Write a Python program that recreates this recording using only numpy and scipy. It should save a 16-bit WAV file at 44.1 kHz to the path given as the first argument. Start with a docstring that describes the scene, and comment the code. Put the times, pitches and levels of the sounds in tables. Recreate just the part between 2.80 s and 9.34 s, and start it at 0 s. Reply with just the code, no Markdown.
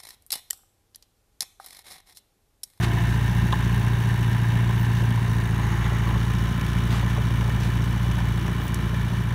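"""A small four-cylinder diesel bulldozer works through brush some way off. From the start, uneven
exhaust pulses boom in the pipe, the block clatters with each firing, gears whine and steel tracks clank.
At 2 s something chirps, very high, in the trees. Then the machine turns from side-on to face the
listener: the engine bogs down and slowly recovers, and the tracks skid and scrape. Foliage drags along
the blade, and near 6 s a second chirp comes and two twigs snap. All along, the listener falls back."""
import sys
import numpy as np
from scipy import signal
from scipy.fft import rfft, irfft, next_fast_len
from scipy.io import wavfile
from scipy.ndimage import map_coordinates

SR = 44100
rng = np.random.default_rng(int(sys.argv[2]) if len(sys.argv) > 2 else 0)


def wav_record(signal):
    """Record a signal, one row per channel, as 16-bit PCM in the file named by sys.argv[1]."""
    frames = np.transpose(np.atleast_2d(signal))
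    bounded = np.clip(frames, -1, 1)
    # unit amplitude maps onto the largest positive 16-bit level
    quanta = np.round(bounded * 32767).astype(np.int16)
    wavfile.write(sys.argv[1], SR, quanta)


N = 288414


def amp(db):
    """Turn decibels into a gain."""
    return 10 ** (np.asarray(db) / 20)


def unit(x):
    """Scale a signal to an average (rms) level of 1."""
    return x / np.sqrt(np.mean(x ** 2) + 1e-20)


def clock():
    """The time of each sample, in seconds."""
    return np.arange(N) / SR


def wobble(rate_hz):
    """A smooth random curve through rate_hz points a second."""
    return map_coordinates(rng.standard_normal(int(N * rate_hz / SR) + 4), [clock() * rate_hz])


def swells(rows):
    """Add up bell-shaped bumps, one for each (middle_s, half_width_s, height) row."""
    return sum(height * np.exp(-((clock() - s) / width) ** 2) for s, width, height in rows)


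def filtered(x, response):
    """Multiply each frequency f in x by response(f)."""
    size = next_fast_len(N + SR // 2)
    return irfft(rfft(x, size) * response(np.fft.rfftfreq(size, 1 / SR)), size)[:N]


def dulled(x, cutoff_hz):
    """Soften the treble above cutoff_hz."""
    return filtered(x, lambda f: 1 / np.sqrt(1 + (f / cutoff_hz) ** 4))


def coloured(x, points):
    """Shape the tone of x with (pitch_hz, level_db) points; comes out at level 1."""
    hz, db = np.transpose(points)
    return unit(filtered(x, lambda f: amp(np.interp(np.log(f + 1), np.log(hz), db))))


def resonate(x, modes, low_hz):
    """Play x through a ringing body that gives off little below low_hz; comes out at level 1."""
    def body(f):
        return sum((-1) ** k * amp(db) * 1j * f * width / (hz * hz - f * f + 1j * f * width)
                   for k, (hz, width, db) in enumerate(modes))
    return unit(filtered(x, lambda f: body(f) * (1j * f / (low_hz + 1j * f)) ** 3))


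def pulses(times, sizes):
    """A click at each time, shared between its two nearest samples."""
    at = np.clip(times * SR, 0, N)
    i = at.astype(int)
    before = np.bincount(i, sizes * (1 - at + i), N + 2)
    after = np.bincount(i + 1, sizes * (at - i), N + 2)
    return (before + after)[:N]


TAIL = SR // 4  # samples in one dying sound
TAIL_TIME = np.arange(TAIL) / SR

def fade(ring_s):
    """A quarter second of dying away, at a pace of 60 dB every ring_s."""
    return amp(-60 * TAIL_TIME / ring_s)


def burst(ring_s, rise_s=0.000083):
    """A burst of noise that swells and dies, with energy 1."""
    noise = fade(ring_s) * (1 - np.exp(-TAIL_TIME / rise_s)) * rng.standard_normal(TAIL)
    return noise / np.linalg.norm(noise)


def ring(clicks, tail):
    """Every click starts a copy of the tail."""
    return signal.fftconvolve(clicks, tail)[:N]


def flares(times, sizes, ring_s, steady):
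    """Noise that flares up at each time, on top of a steady share."""
    loudness = unit(ring(pulses(times, sizes), fade(ring_s))) + steady
    return unit(loudness * rng.standard_normal(N))


def clank(modes, crack, pitch=1, rise_s=.0008, scatter_db=1.4, detune=0.009):
    """One blow on steel: ringing tones, a little different each time, and a crack of noise; peak 1."""
    tone = 0
    for hz, db, ring_s in modes:
        loudness = amp(db + rng.normal(0, scatter_db)) * fade(ring_s)
        tone += loudness * np.sin(2 * np.pi * pitch * hz * rng.normal(1, detune) * TAIL_TIME)
    noise = crack * fade(0.017) * rng.standard_normal(TAIL)
    blow = (tone + noise) * (1 - np.exp(-TAIL_TIME / rise_s))
    return blow / np.abs(blow).max()


def rattles(rows, modes, crack, detune):
    """A loose steel part rings at each (start_s, level_db) row, dulled by mud."""
    out = np.zeros(N + SR)
    for s, db in rows:
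        out[int(s * SR):][:TAIL] += amp(db) * clank(modes, crack, detune=detune)
    return dulled(out[:N], cutoff_hz=6000)


def facing(middle_s=2.66, length_s=0.7):
    """How far the machine has turned: 0 is side-on, 1 is facing the listener."""
    return .5 + .5 * np.sin(np.pi * np.clip((clock() - middle_s) / length_s, -.5, .5))


# how far away the listener is: time_s, distance_m
LISTENER_PATH = [(0, 13.5), (2.2, 15.96), (4.8, 16.7), (6.54, 19.1)]

def heard_db(side_db, front_db):
    """The level of one engine sound: it shifts with the turn and drops as the distance grows."""
    metres = np.interp(clock(), *np.transpose(LISTENER_PATH))
    return side_db + (front_db - side_db) * facing() - 20 * np.log10(metres / metres[0])


# drag slowing the engine: start_s, speed_drop_hz, recovery_s
ENGINE_DRAGS = [(-.33, .6, .2), (2.347, 1.77, .784)]
GOVERNED_HZ = 58.014  # firings a second with no drag

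def speed(sag_s=.327):
    """Firings a second: each drag pulls the speed down fast, and the governor slowly brings it back."""
    lost_hz = 0
    for start_s, drop_hz, recovery_s in ENGINE_DRAGS:
        age = clock() - start_s
        lost_hz += drop_hz * np.clip(age / sag_s, 0, 1) * np.exp(-np.maximum(age - sag_s, 0) / recovery_s)
    return GOVERNED_HZ - lost_hz


# chirps in the trees: middle_s, half_width_s, pitch_hz, level_db
TREE_CHIRPS = [(2.01, .035, 14900, -45), (5.855, .035, 14850, -47)]

def chirps(waver_hz=70):
    """Two thin, wavering chirps at the top of hearing."""
    tone = lambda hz: np.sin(2 * np.pi * np.cumsum(hz + waver_hz * wobble(200)) / SR)
    return sum(swells([(s, width, amp(db))]) * tone(hz) for s, width, hz, db in TREE_CHIRPS)


# leaves being brushed: middle_s, half_width_s, level_db
LEAF_SWISHES = [(0.039, 0.017, -29.5), (4.152, 0.053, -36.5), (4.845, 0.032, -38)]

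def leaves():
    """Brushed leaves swish in short, crackly swells."""
    loudness = swells((s, width, amp(db)) for s, width, db in LEAF_SWISHES)
    crackle = rng.standard_normal(N) * amp(0.88 * wobble(400))
    tone = [(500, 13.5), (2000, 12.0), (3800, 8.0), (7000, -0.5), (12000, -6), (15500, -13)]
    return loudness * coloured(crackle, tone)


def rustle(start_s=3.4, end_s=5.7, ticks_per_s=40, loudest_db=-34, range_db=8):
    """Small twigs tick at random as foliage drags along the blade."""
    length_s = end_s - start_s
    when, strength = rng.random((400, 2))[:int(ticks_per_s * length_s)].T
    ticks = pulses(start_s + length_s * when, amp(loudest_db - range_db * (1 - strength)))
    grains = ring(ticks, fade(0.015)) * rng.standard_normal(N)
    tone = [(500, -5), (2000, 3), (3800, -2), (4700, -10), (5500, -1), (7500, -12), (12000, -15),
            (15500, -17)]
    return grains.std() * coloured(grains, tone)


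# twigs breaking: start_s, strength_db
TWIG_SNAPS = [(5.8805, -12), (5.9439, -4.5)]

def twigs():
    """Dry twigs snap, each with a short, bright burst of noise."""
    start_s, db = np.transpose(TWIG_SNAPS)
    snaps = ring(pulses(start_s, amp(db)), burst(ring_s=.014))
    return filtered(snaps, lambda f: np.exp(-((f - 9000) / 4700) ** 4))


# a spell of squeaking: middle_s, half_width_s, level_db
SQUEAK_SPELLS = [(2.62, 0.49, -61.5)]

def squeak(times, cylinder, pitch_hz=9600, ring_s=0.019, lead_s=.003):
    """While the engine labours, a dry part squeaks just before the second cylinder's exhaust pulse."""
    starts = times[cylinder == 1] - lead_s
    tone = fade(ring_s) * np.sin(2 * np.pi * pitch_hz * TAIL_TIME)
    loudness = swells((s, width, amp(db)) for s, width, db in SQUEAK_SPELLS)
    return loudness * unit(ring(pulses(starts, 1), tone))


# the tracks skidding sideways: middle_s, half_width_s, level_db
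TRACK_SKIDS = [(3.04, .34, -39), (4.24, .15, -45.5)]
# tones of the rubbing track: pitch_hz, width_hz, level_db
SCRAPE_TONES = [(838, 35, 8), (1100, 140, 1.5), (1560, 160, -1), (1886, 160, 1), (2150, 200, -5),
                (2850, 200, -9), (6570, 200, -15)]

def scrape(rolling_db=-55.5, slip_db=2):
    """Links rub on the rollers in quick slips, loudest when the tracks skid."""
    slips = rng.standard_normal(N) * amp(slip_db * wobble(70))
    loudness = amp(rolling_db) + swells((s, width, amp(db)) for s, width, db in TRACK_SKIDS)
    return loudness * resonate(slips, SCRAPE_TONES, low_hz=406)


# track pins clicking: start_s, level_db
PIN_CLICKS = [(.7256, -18.5), (2.173, -33), (2.311, -33), (2.654, -31), (2.757, -35), (3.043, -30),
              (3.053, -34), (3.065, -34), (3.38, -35), (3.45, -35), (3.661, -36), (3.731, -36),
              (4.007, -34), (4.052, -34), (4.106, -29), (4.125, -29)]
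# tones of a pin: pitch_hz, level_db, ring_s
PIN_TONES = [(2850, -8, .02), (3300, -3, .012), (3560, 0, .012), (3800, -4, .014), (4300, -11, .01)]

def pins():
    """Steel track pins click and ring, mostly during and after the turn."""
    return rattles(PIN_CLICKS, PIN_TONES, crack=.25, detune=.025)


# a loose panel rapping: start_s, level_db
RAPS = [(.022, -33.5), (.325, -27.5), (.358, -35), (.7275, -29), (.738, -26), (1.241, -40), (1.298, -24.5),
        (1.503, -30), (1.644, -28), (2.047, -35), (2.276, -38), (2.82, -37), (2.956, -30), (4.282, -33),
        (4.7, -28), (5.387, -28)]
# tones of that panel: pitch_hz, level_db, ring_s
PANEL_TONES = [(1604, -2.5, 0.036), (1770, -6, 0.061), (1970, -18, 0.035)]

def loose_panel():
    """A loose steel panel raps now and then, ringing briefly."""
    return rattles(RAPS, PANEL_TONES, crack=.18, detune=.018)


# track links striking: start_s, pitch_ratio, link_level_db, frame_level_db
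LINK_STRIKES = [(.035, .87, -31, -42), (.066, .9, -36, -34), (.176, .95, -26, -44), (.726, .99, -18.5, -37),
                (.7318, .985, -15, -46), (1.045, 1.0, -26, -47), (1.909, .98, -28, -44),
                (2.376, .95, -29, -44), (2.795, .96, -24.5, -40), (3.118, .92, -32, -32),
                (3.272, 1.02, -22.5, -36), (3.310, .95, -23, -35), (3.355, 1.02, -28, -32),
                (4.145, 1.0, -28, -42), (4.228, .86, -28, -32), (4.364, 1.0, -24, -42),
                (4.377, .82, -29, -25), (4.624, .98, -29, -33), (4.658, .84, -29, -37),
                (4.688, .86, -35, -32), (4.803, .86, -30, -37), (5.254, .9, -29, -37),
                (5.381, .86, -26.5, -38), (5.405, .89, -26.5, -41), (5.681, .98, -30, -39),
                (6.328, .9, -35, -37)]
# tones of a link and of the track frame: pitch_hz, level_db, ring_s
LINK_TONES = [(875, -6, .05), (990, -7, .03), (1050, 0, .036), (1150, -16, .025), (1400, -18, .03),
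              (2750, -17, .016), (3500, -15, .012), (3950, -18, .012)]
FRAME_TONES = [(447, -9.5, 0.11), (579, -6, 0.071), (767, 0.5, 0.017)]

def tracks(small_count=50):
    """Loud clanks among many small ones: each rings a link and knocks the frame, dulled by soil."""
    small = rng.normal([0, .93, -36, -41], [0, 0.5, 2.0, 2.0], (small_count, 4))  # same four columns
    small[:, 0] = rng.uniform(0, N / SR, small_count)
    out = np.zeros(N + SR)
    for s, pitch, link_db, frame_db in list(LINK_STRIKES) + list(small):
        link = amp(link_db) * clank(LINK_TONES, crack=0.28, pitch=pitch)
        frame = amp(frame_db) * clank(FRAME_TONES, crack=0.03)
        out[int(s * SR):][:TAIL] += link + frame
    return dulled(out[:N], cutoff_hz=5000)


def whine(crank, multiple, waver_db=3):
    """A tone at a multiple of the firing rate, made unsteady by slack between gear teeth."""
    slack = (0.45 + .009 * multiple) * wobble(18)
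    return unit(np.sin(2 * np.pi * multiple * crank + slack) * amp(waver_db * wobble(7)))


def pump(crank, loaded_db=-45.5, idle_db=-63, stop_s=0.26, release_s=0.07):
    """The hydraulic pump whines until the blade stops moving, then idles faintly."""
    tones = amp(-1) * whine(crank, 6) + whine(crank, 12)
    roughness = 1 + 0.25 * wobble(70)
    pressure = np.exp(-np.maximum(clock() - stop_s, 0) / release_s)
    return amp(idle_db + (loaded_db - idle_db) * pressure) * tones * roughness


# pitch of each gear tone: multiple_of_firing_rate
GEAR_MULTIPLES = [6, 7, 16, 18, 24, 26, 27, 30, 31, 41.5, 46.5, 52, 60]
# level of each, compared with the clatter: side_db, front_db
GEAR_LEVELS = [(-13.5, -12.5), (-21, -17), (-17, -20), (-15.5, -15), (-32, -20), (-28, -19), (-15.5, -20),
               (-22, -19), (-17, -19.5), (-32, -22.5), (-21.5, -29), (-28, -24), (-36, -26)]

def gears(crank, clatter_db):
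    """Gears sing in step with the engine; the turn brings other gears forward."""
    turned = facing()
    return amp(clatter_db) * sum(amp(side_db + (front_db - side_db) * turned) * whine(crank, multiple)
                                 for multiple, (side_db, front_db) in zip(GEAR_MULTIPLES, GEAR_LEVELS))


# tone colour of the valve ticks and fan: pitch_hz, level_db
HISS_COLOUR = [(2500, -13.5), (3800, 5), (4200, -1.5), (4480, 2), (4880, -4), (5400, 0), (6450, -1),
               (7200, -6), (8600, -7.5), (9850, -2.5), (10350, -10), (11000, -6.5), (15700, -10)]

def hiss(times, cylinder, lead_s=.0013, scatter_db=1.5):
    """Injectors and valves tick just before each firing, over the fan's rush, and echo under the hood."""
    sizes = amp(scatter_db * rng.standard_normal(len(times)))
    early = times - lead_s
    ticks = sum(ring(pulses(early, sizes * (cylinder == c)), burst(0.27)) for c in range(CYLINDER_COUNT))
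    rush = flares(early, sizes, ring_s=0.1, steady=1.34) * amp(2.0 * wobble(300))
    direct = rush + amp(-6) * unit(ticks)
    echo = amp(-9) * ring(direct, burst(0.063))
    return amp(heard_db(side_db=-46, front_db=-46)) * coloured(direct + echo, HISS_COLOUR)


# how hard each cylinder knocks, in firing order: level_db
CYLINDER_KNOCKS = [.5, -1.5, 1.5, 1]

def combustion(crank, cylinder, lead_firings=.17, scatter_db=1.14):
    """When and how hard the fuel fires: evenly, just ahead of the exhaust, with varying force."""
    times = np.interp(np.arange(len(cylinder)) - lead_firings, crank, clock())
    force = amp(np.array(CYLINDER_KNOCKS)[cylinder] + scatter_db * rng.standard_normal(len(cylinder)))
    return times, force


# tone colour of the crack in the cylinder head: pitch_hz, level_db
CRACK_COLOUR = [(600, -19), (1000, 8), (1350, -5), (1750, 6), (2450, -5), (2850, 1), (3200, -3),
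                (3750, -6.5), (4250, -20.5), (4900, -33), (8000, -17.5)]

def cracks(times, force, clatter_db, delay_s=0.000505):
    """Each ignition opens with a short, hard crack, quieter than the clatter."""
    noise = flares(times + delay_s, force, ring_s=.028, steady=0)
    return amp(clatter_db - 6.5) * coloured(noise, CRACK_COLOUR)


# tones of the block and panels, from the side and from the front: pitch_hz, width_hz, level_db
SIDE_TONES = [(780, 150, -8.5), (1000, 124, -3), (1320, 170, -9), (1606, 132, -3), (1830, 113, -3),
              (2190, 197, -8), (2800, 160, -8), (3010, 150, -11.5), (3610, 260, -13.5)]
FRONT_TONES = [(860, 228, -8), (1040, 144, -2.5), (1297, 185, -4.5), (1560, 213, -4.5), (1776, 224, -4.5),
               (2322, 150, -6.5), (2930, 220, -8), (3650, 480, -15.5)]

def clatter(times, cylinder, force, level_db, jitter_s=.00004, slap_scatter_db=2.4):
    """Each cylinder knocks in its own way, pistons slap and loose parts rattle, all through the panels."""
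    timing, strength = rng.standard_normal((len(times), 2)).T
    struck = times + jitter_s * timing
    knocks = sum(ring(pulses(struck, force * (cylinder == c)), burst(ring_s=0.15, rise_s=0.0013))
                 for c in range(CYLINDER_COUNT))
    slaps = flares(times, amp(slap_scatter_db * strength), ring_s=0.087, steady=0)
    loose = unit(flares(times, force, ring_s=0.44, steady=8.4) * amp(1.5 * wobble(250)))
    tone = [(300, 21), (700, 1.5), (3900, -3.5), (4200, -10), (4900, -8), (8000, -14)]
    shaking = coloured(unit(knocks) + amp(-9) * slaps + amp(-2) * loose, tone)
    # turning shows the listener other panels
    side = resonate(shaking, SIDE_TONES, low_hz=154)
    front = resonate(shaking, FRONT_TONES, low_hz=149)
    return amp(level_db) * unit((1 - facing()) * side + facing() * front)


# each cylinder's exhaust pulse, in firing order: delay_firings, level_db
EXHAUST_PULSES = [(.095, 2.2), (.05, -.4), (.095, 1.6), (-.042, -3.8)]
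CYLINDER_COUNT = 4

def exhaust_pulses(crank):
    """The cylinders empty in turn, a little early or late: each pulse's time, cylinder and level."""
    count = np.arange(int(crank[-1]) + 1)
    cylinder = count % CYLINDER_COUNT
    delay, pulse_db = np.array(EXHAUST_PULSES)[cylinder].T
    return np.interp(count + delay, crank, clock()), cylinder, pulse_db


# tones of the exhaust pipe: pitch_hz, width_hz, level_db
PIPE_TONES = [(61, 50, -6.6), (112, 12, 0), (190, 14, -9.8), (148, 48, -10.5), (232, 14, -21),
              (130, 12, -15)]
# tone colour of the swirling gas: pitch_hz, level_db
PUFF_COLOUR = [(25, -21), (50, -4.5), (80, -9), (175, -2.5), (260, -6.5), (330, -9.5), (400, -11),
               (510, -23), (700, -18.5), (1200, -43), (3000, -76)]
# brief dips in the exhaust note (below 0 is a lift): middle_s, half_width_s, drone_dip_db, throb_dip_db
EXHAUST_DIPS = [(.62, 0.61, 3, -4.5), (3.816, 0.21, 4.5, 1.5), (5.883, 0.45, 4.5, 1.5),
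                (6.402, 0.3, -0.5, 2.5)]
# the burble getting louder: middle_s, half_width_s, rise_db
BURBLE_SURGES = [(.645, 0.014, 5), (6.3, 0.2, 0)]

def exhaust(times, cylinder, pulse_db, scatter_db=0.94, jitter_s=0.0002, bog_db_per_hz=2.5):
    """Unequal pulses ring the pipe, and swirling gas puffs out with each one."""
    throb_dips = swells((s, width, db) for s, width, _, db in EXHAUST_DIPS)
    drone_dips = swells((s, width, db) for s, width, db, _ in EXHAUST_DIPS)
    bog_db = bog_db_per_hz * (GOVERNED_HZ - speed())  # the drone weakens as the engine slows
    throb_db = heard_db(side_db=-31.5, front_db=-25.5) - throb_dips + wobble(21.9)
    drone_db = heard_db(side_db=-19.5, front_db=-21.5) - drone_dips - bog_db
    burble_db = heard_db(side_db=-27, front_db=-26) + swells(BURBLE_SURGES)
    puff_db = heard_db(side_db=-33.5, front_db=-33.5)
    strength, timing = rng.standard_normal((len(times), 2)).T
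    sizes = amp(pulse_db + scatter_db * strength)
    boom = -resonate(pulses(times + jitter_s * timing, sizes), PIPE_TONES, low_hz=59.0)
    puff = coloured(flares(times, sizes, ring_s=0.06, steady=1.0), PUFF_COLOUR)
    # the throb is the firing note, the drone is its octave, and the burble is all the rest
    throb, drone = (filtered(boom, lambda f: np.exp(-((f - hz) / 8) ** 4)) for hz in (58, 116))
    burble = boom - throb - drone
    pipe = amp(throb_db) * unit(throb) + amp(drone_db) * unit(drone) + amp(burble_db) * unit(burble)
    return pipe + amp(puff_db) * puff


def scene():
    """The machine and the brush, in the open air."""
    crank = np.cumsum(speed()) / SR + .169  # how far the engine has spun, counted in firings
    times, cylinder, pulse_db = exhaust_pulses(crank)
    clatter_db = heard_db(side_db=-35.8, front_db=-36.5)
    engine = exhaust(times, cylinder, pulse_db)
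    engine += gears(crank, clatter_db) + pump(crank) + squeak(times, cylinder)
    fired, force = combustion(crank, cylinder)
    engine += clatter(fired, cylinder, force, clatter_db) + cracks(fired, force, clatter_db)
    engine += hiss(fired, cylinder)
    steel = tracks() + scrape() + pins() + loose_panel()
    return (engine + steel + leaves() + twigs() + rustle() + chirps())[None]


def record(dry, top_hz=15740):
    """Nothing above top_hz is heard."""
    return filtered(dry[0], lambda f: f < top_hz)[None]


dry = scene()
out = record(dry)
wav_record(out)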